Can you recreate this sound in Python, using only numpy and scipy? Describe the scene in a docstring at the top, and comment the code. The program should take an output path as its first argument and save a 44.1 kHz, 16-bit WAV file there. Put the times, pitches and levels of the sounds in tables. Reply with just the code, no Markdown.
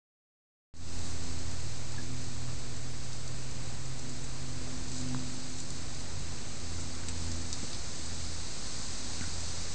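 """Goats in a straw pen

Inside a wooden pen, stalks snap and rustle as a kid nurses, with soft knocks of hooves and mouths.
Far outside, two engines drone over a low rumble, one steady and one slowly speeding up.
The small camera switches on after a moment; the hiss of its one microphone covers everything."""
import sys
import numpy as np
from scipy import signal
from scipy.fft import rfft, irfft, next_fast_len
from scipy.io import wavfile
from scipy.ndimage import uniform_filter1d

SR = 44100
rng = np.random.default_rng(int(sys.argv[2]) if len(sys.argv) > 2 else 0)


def put_to_file(sound):
    """Save the sound as 16-bit audio at rate SR, in the file named by the first command-line argument."""
    columns = np.atleast_2d(sound).T  # one column per channel
    safe = np.clip(columns, -1, 1)
    whole_steps = np.round(safe * 32767)
    wavfile.write(sys.argv[1], SR, whole_steps.astype(np.int16))


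N = 429534
T = np.arange(N) / SR


def undb(db):
    """Decibels to gain."""
    return 10 ** (np.asarray(db) / 20)


def unit(x):
    """Scale to rms 1."""
    return x / np.sqrt(np.mean(x ** 2))


def curve(points):
    """A line through (time_s, value) points, one value a sample."""
    return np.interp(T, *np.transpose(points))


def walk(rate):
    """Smooth random drift of rms 1, changing about rate times a second."""
    step = max(int(SR / rate), 2)
    held = np.repeat(rng.standard_normal(N // step + 1), step)
    return unit(uniform_filter1d(uniform_filter1d(held, step), step)[:N])


def coloured(points):
    """Noise of rms 1, its spectrum shaped by (freq_hz, density_db) points."""
    hz, db = np.transpose(points)
    size = next_fast_len(N)
    bins_hz = np.maximum(np.fft.rfftfreq(size, 1 / SR), 1)
    gain = undb(np.interp(np.log(bins_hz), np.log(hz), db)) * np.minimum(bins_hz / hz[0], 1)
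    return unit(irfft(rfft(rng.standard_normal(size)) * gain, size)[:N])


def resonate(x, hz, width_hz):
    """One resonance, gain 1 at its centre."""
    return signal.lfilter(*signal.iirpeak(hz, hz / width_hz, fs=SR), x)


def burst(t60_s, click=0):
    """A quarter second of dying noise, with an optional click at its start."""
    t = T[:SR // 4]
    return click * (t == 0) + rng.standard_normal(len(t)) * np.exp(-np.log(1000) * t / t60_s)


def add(out, start_s, x):
    """Mix x into out from start_s on."""
    i = int(start_s * SR)
    out[i:i + len(x)] += x[:N - i]


def outdoor_rumble(hum_hz=50):
    """Beyond the pen: a rumble that swells a little, and a faint deep hum; the upper part of this noise, up to
    9 kHz, is the microphone's own steady floor."""
    # rumble below, the microphone's steady floor with a bump near 8 kHz on top: freq_hz, density_db
    spectrum = [(20, -7), (35, 0), (50, -1), (68, -2.5), (110, -3), (170, -7.5), (280, -11), (450, -15),
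                (800, -19), (1600, -23), (2500, -23), (3200, -26.5), (5500, -33), (8000, -20.5),
                (11000, -44.5)]
    rumble = coloured(spectrum) * undb(-44.5 + .5 * walk(4))
    hum = undb(-53.5 + 1.4 * walk(5)) * np.sin(2 * np.pi * hum_hz * T)
    return rumble + hum


def microphone_hiss():
    """The microphone's own smooth noise, a little louder towards the end."""
    # colour of the hiss: freq_hz, density_db
    spectrum = [(500, -8.5), (1400, -6.5), (2400, -8.5), (3200, -10.5), (3950, 0.5), (4600, 2), (5100, 0.5),
                (5600, -2.5), (6250, 2), (7000, -1.5), (8100, 0.5), (9000, 0.5)]
    # slow drift of the hiss: time_s, level_db
    levels = [(1, -41), (3.6, -43.5), (5.1, -40.5), (6.2, -41.5), (7.8, -38.5), (9.4, -36)]
    return coloured(spectrum) * undb(curve(levels) + 0.4 * walk(12))


def steady_engine():
    """A far engine: only four low harmonics reach the pen, and moving air makes them waver."""
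    # firing rate, sagging a little under load and recovering: time_s, pitch_hz
    firing_rate = [(.7, 85.1), (5.2, 84.46), (8.3, 82.45), (9.74, 84.2)]
    # drone at the firing rate, before trim and waver: time_s, level_db
    drone_levels = [(0.9, -41.5), (3.72, -55.5), (5.19, -46.5), (5.43, -56), (6.34, -43), (6.39, -55),
                    (6.71, -41), (6.98, -47.5), (7.27, -39.5), (7.81, -54), (8.23, -39), (8.67, -59),
                    (9.38, -42.5), (9.7, -47.5)]
    # hum an octave and a fifth higher, before trim and waver: time_s, level_db
    hum_levels = [(0.9, -51), (1.46, -51), (1.83, -63), (2.0, -47.5), (2.74, -57), (3.86, -61.5),
                  (4.13, -48), (4.35, -54.5), (4.77, -45), (4.87, -49.5), (5.14, -37), (5.29, -47.5),
                  (6.1, -58.5), (7.32, -48), (7.67, -55.5), (8.72, -59.5), (9.23, -55), (9.7, -62.5)]
    drone_trim_db, hum_trim_db = -1, -0.1
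    firing_hz = curve(firing_rate) * (1 + .003 * walk(7))
    phase = 2 * np.pi * np.cumsum(firing_hz) / SR
    drone_db = curve(drone_levels) + drone_trim_db + 1.5 * walk(7)
    hum_db = curve(hum_levels) + hum_trim_db + 1.6 * walk(9)
    # the even harmonics are weak and follow the odd ones below them
    harmonics_db = [drone_db, drone_db - 15, hum_db, np.minimum(hum_db - 9.5, -57)]
    return np.sqrt(2) * sum(undb(db) * np.sin(k * phase) for k, db in enumerate(harmonics_db, 1))


def climbing_engine():
    """A second far engine speeds up evenly: one low tone that swells, holds and dies away."""
    start_hz, climb_hz_per_s = 118.9, 2.5
    hold_db, hold_from_s, hold_to_s = -45.5, 1.48, 5.21
    rise_db_per_s, fall_db_per_s = 19, 5.5
    pitch_hz = start_hz + climb_hz_per_s * T
    rise_db = rise_db_per_s * np.minimum(T - hold_from_s, 0)
    fall_db = fall_db_per_s * np.minimum(hold_to_s - T, 0)
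    level_db = hold_db + rise_db + fall_db + 2 * walk(8.7)
    return np.sqrt(2) * undb(level_db) * np.sin(2 * np.pi * np.cumsum(pitch_hz) / SR)


def knocks(thud_hz=230, thud_t60_s=.03):
    """Each contact in the pen rings briefly; weight on the bedding adds a dull thud."""
    # knocks and clicks of hooves and mouths: start_s, peak_db, ring_hz, width_hz, t60_s, thud_db
    contacts = [(1.94, -40.5, 900, 700, 0.066, -60), (1.978, -39, 1646, 110, 0.16, -60),
                (2.485, -40, 1100, 900, 0.17, -60), (4.67, -41, 520, 450, .16, -60),
                (5.1465, -28.5, 1000, 523, 0.0096, -30), (6.788, -43, 1240, 500, 0.031, -60),
                (7.036, -38, 1580, 600, 0.03, -60), (7.085, -32, 2300, 2183, 0.09, -60),
                (7.63, -41, 400, 400, 0.11, -33), (9.21, -33.5, 2050, 600, .018, -27),
                (9.216, -38, 1500, 160, 0.17, -64), (9.24, -36, 1500, 1200, 0.066, -64),
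                (9.277, -49, 900, 900, .04, -30)]
    out = np.zeros(N)
    t = T[:SR // 4]
    thud = np.sin(2 * np.pi * thud_hz * t) * np.exp(-np.log(1000) * t / thud_t60_s)
    for start_s, peak_db, ring_hz, width_hz, t60_s, thud_db in contacts:
        ring = resonate(burst(t60_s, click=8.2), ring_hz, width_hz)
        ring = resonate(ring, ring_hz, 2 * width_hz)
        add(out, start_s, undb(peak_db) * ring / np.abs(ring).max() + undb(thud_db) * thud)
    return out


def stalk_ring(x, centre_hz):
    """Hollow stalks ring; their thickness decides which range speaks most."""
    # resonances of a stalk: ring_hz, width_hz, gain_db
    modes = [(3970, 440, 5.5), (4440, 930, 8.5), (6020, 290, 3), (7120, 820, -2), (8750, 2300, 6)]
    ring = sum(undb(db) * resonate(x, hz, width_hz) for hz, width_hz, db in modes)
    # thin stalks radiate little below their lowest ring
    low_cut = signal.butter(3, modes[0][0] - 500, "high", fs=SR, output="sos")
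    return resonate(signal.sosfilt(low_cut, ring), centre_hz, width_hz=2000)


def straw_ticks(ticks_per_s=14):
    """The bedding keeps ticking faintly under the animals' weight."""
    impulses = (rng.random(N) < ticks_per_s / SR) * rng.standard_normal(N)
    ticks = signal.fftconvolve(impulses, burst(t60_s=0.024))[:N]
    return undb(-60.5) * unit(stalk_ring(ticks, centre_hz=6800))


def straw_rustles(cracks_per_s=3000):
    """Brushed straw gives a swell of tiny uneven cracks."""
    # legs and muzzles brushing the straw: middle_s, level_db, half_length_s, centre_hz
    brushes = [(1.074, -49, .05, 8080), (4.977, -42.5, 0.057, 6800), (5.2, -54, .12, 5200),
               (5.598, -44.5, 0.032, 7200), (6.812, -44, 0.019, 7146), (7.54, -44, .015, 5800),
               (7.644, -47, 0.025, 6800), (7.749, -50, .02, 4500)]
    out = np.zeros(N)
    t = T[:SR // 2] - 1 / 4
    for middle_s, level_db, half_length_s, centre_hz in brushes:
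        cracks = rng.standard_normal(len(t)) * (rng.random(len(t)) < cracks_per_s / SR)
        swell = np.exp(-(t / half_length_s) ** 2)
        add(out, middle_s + t[0], undb(level_db) * unit(stalk_ring(cracks, centre_hz)) * swell)
    return out


def straw_snaps():
    """Single dry stalks crack; the boards of the pen add a short tail."""
    # stalks breaking: start_s, peak_db, centre_hz, t60_s
    snaps = [(4.094, -29, 7500, .02), (4.241, -28, 7400, .03), (4.776, -31, 6000, .02),
             (4.917, -30, 7200, .02), (5.1463, -36, 7000, .01), (5.602, -29, 7200, .035),
             (5.7047, -21.5, 7700, 0.02), (7.085, -20.5, 7690, 0.06), (7.316, -27, 6030, .045),
             (7.5285, -16, 6100, 0.027), (7.731, -27, 4460, .03), (7.746, -32, 4800, 0.044)]
    out = np.zeros(N)
    for start_s, peak_db, centre_hz, t60_s in snaps:
        fracture = burst(t60_s, click=7.8)
        board_tail = undb(-14) * burst(t60_s=0.13)
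        crack = stalk_ring(fracture + board_tail, centre_hz)
        add(out, start_s, undb(peak_db) * crack / np.abs(crack).max())
    return out


def scene():
    """The pen and the far engines, heard by one microphone."""
    background = steady_engine() + climbing_engine() + outdoor_rumble() + microphone_hiss()
    straw = straw_snaps() + straw_rustles() + straw_ticks()
    return (background + straw + knocks())[None]


def record(dry):
    """The camera fades in from silence, carries a settling bias, rounds the treble and cuts the top."""
    switch_on_s, fade_s = .739, 0.26
    roll_off_hz, top_hz = 8188, 9800
    fade = (T >= switch_on_s) * np.clip(0.13 + (T - switch_on_s) / fade_s, 0, 1)
    bias = 0.029 + 0.035 * np.exp(-T / 2.84)
    roll_off = signal.butter(15, roll_off_hz, fs=SR, output="sos")
    top_cut = signal.ellip(10, .2, 70, top_hz, fs=SR, output="sos")
    rounded = signal.sosfilt(roll_off, (dry + bias) * fade)
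    return signal.sosfilt(top_cut, rounded)


dry = scene()
out = record(dry)
put_to_file(out)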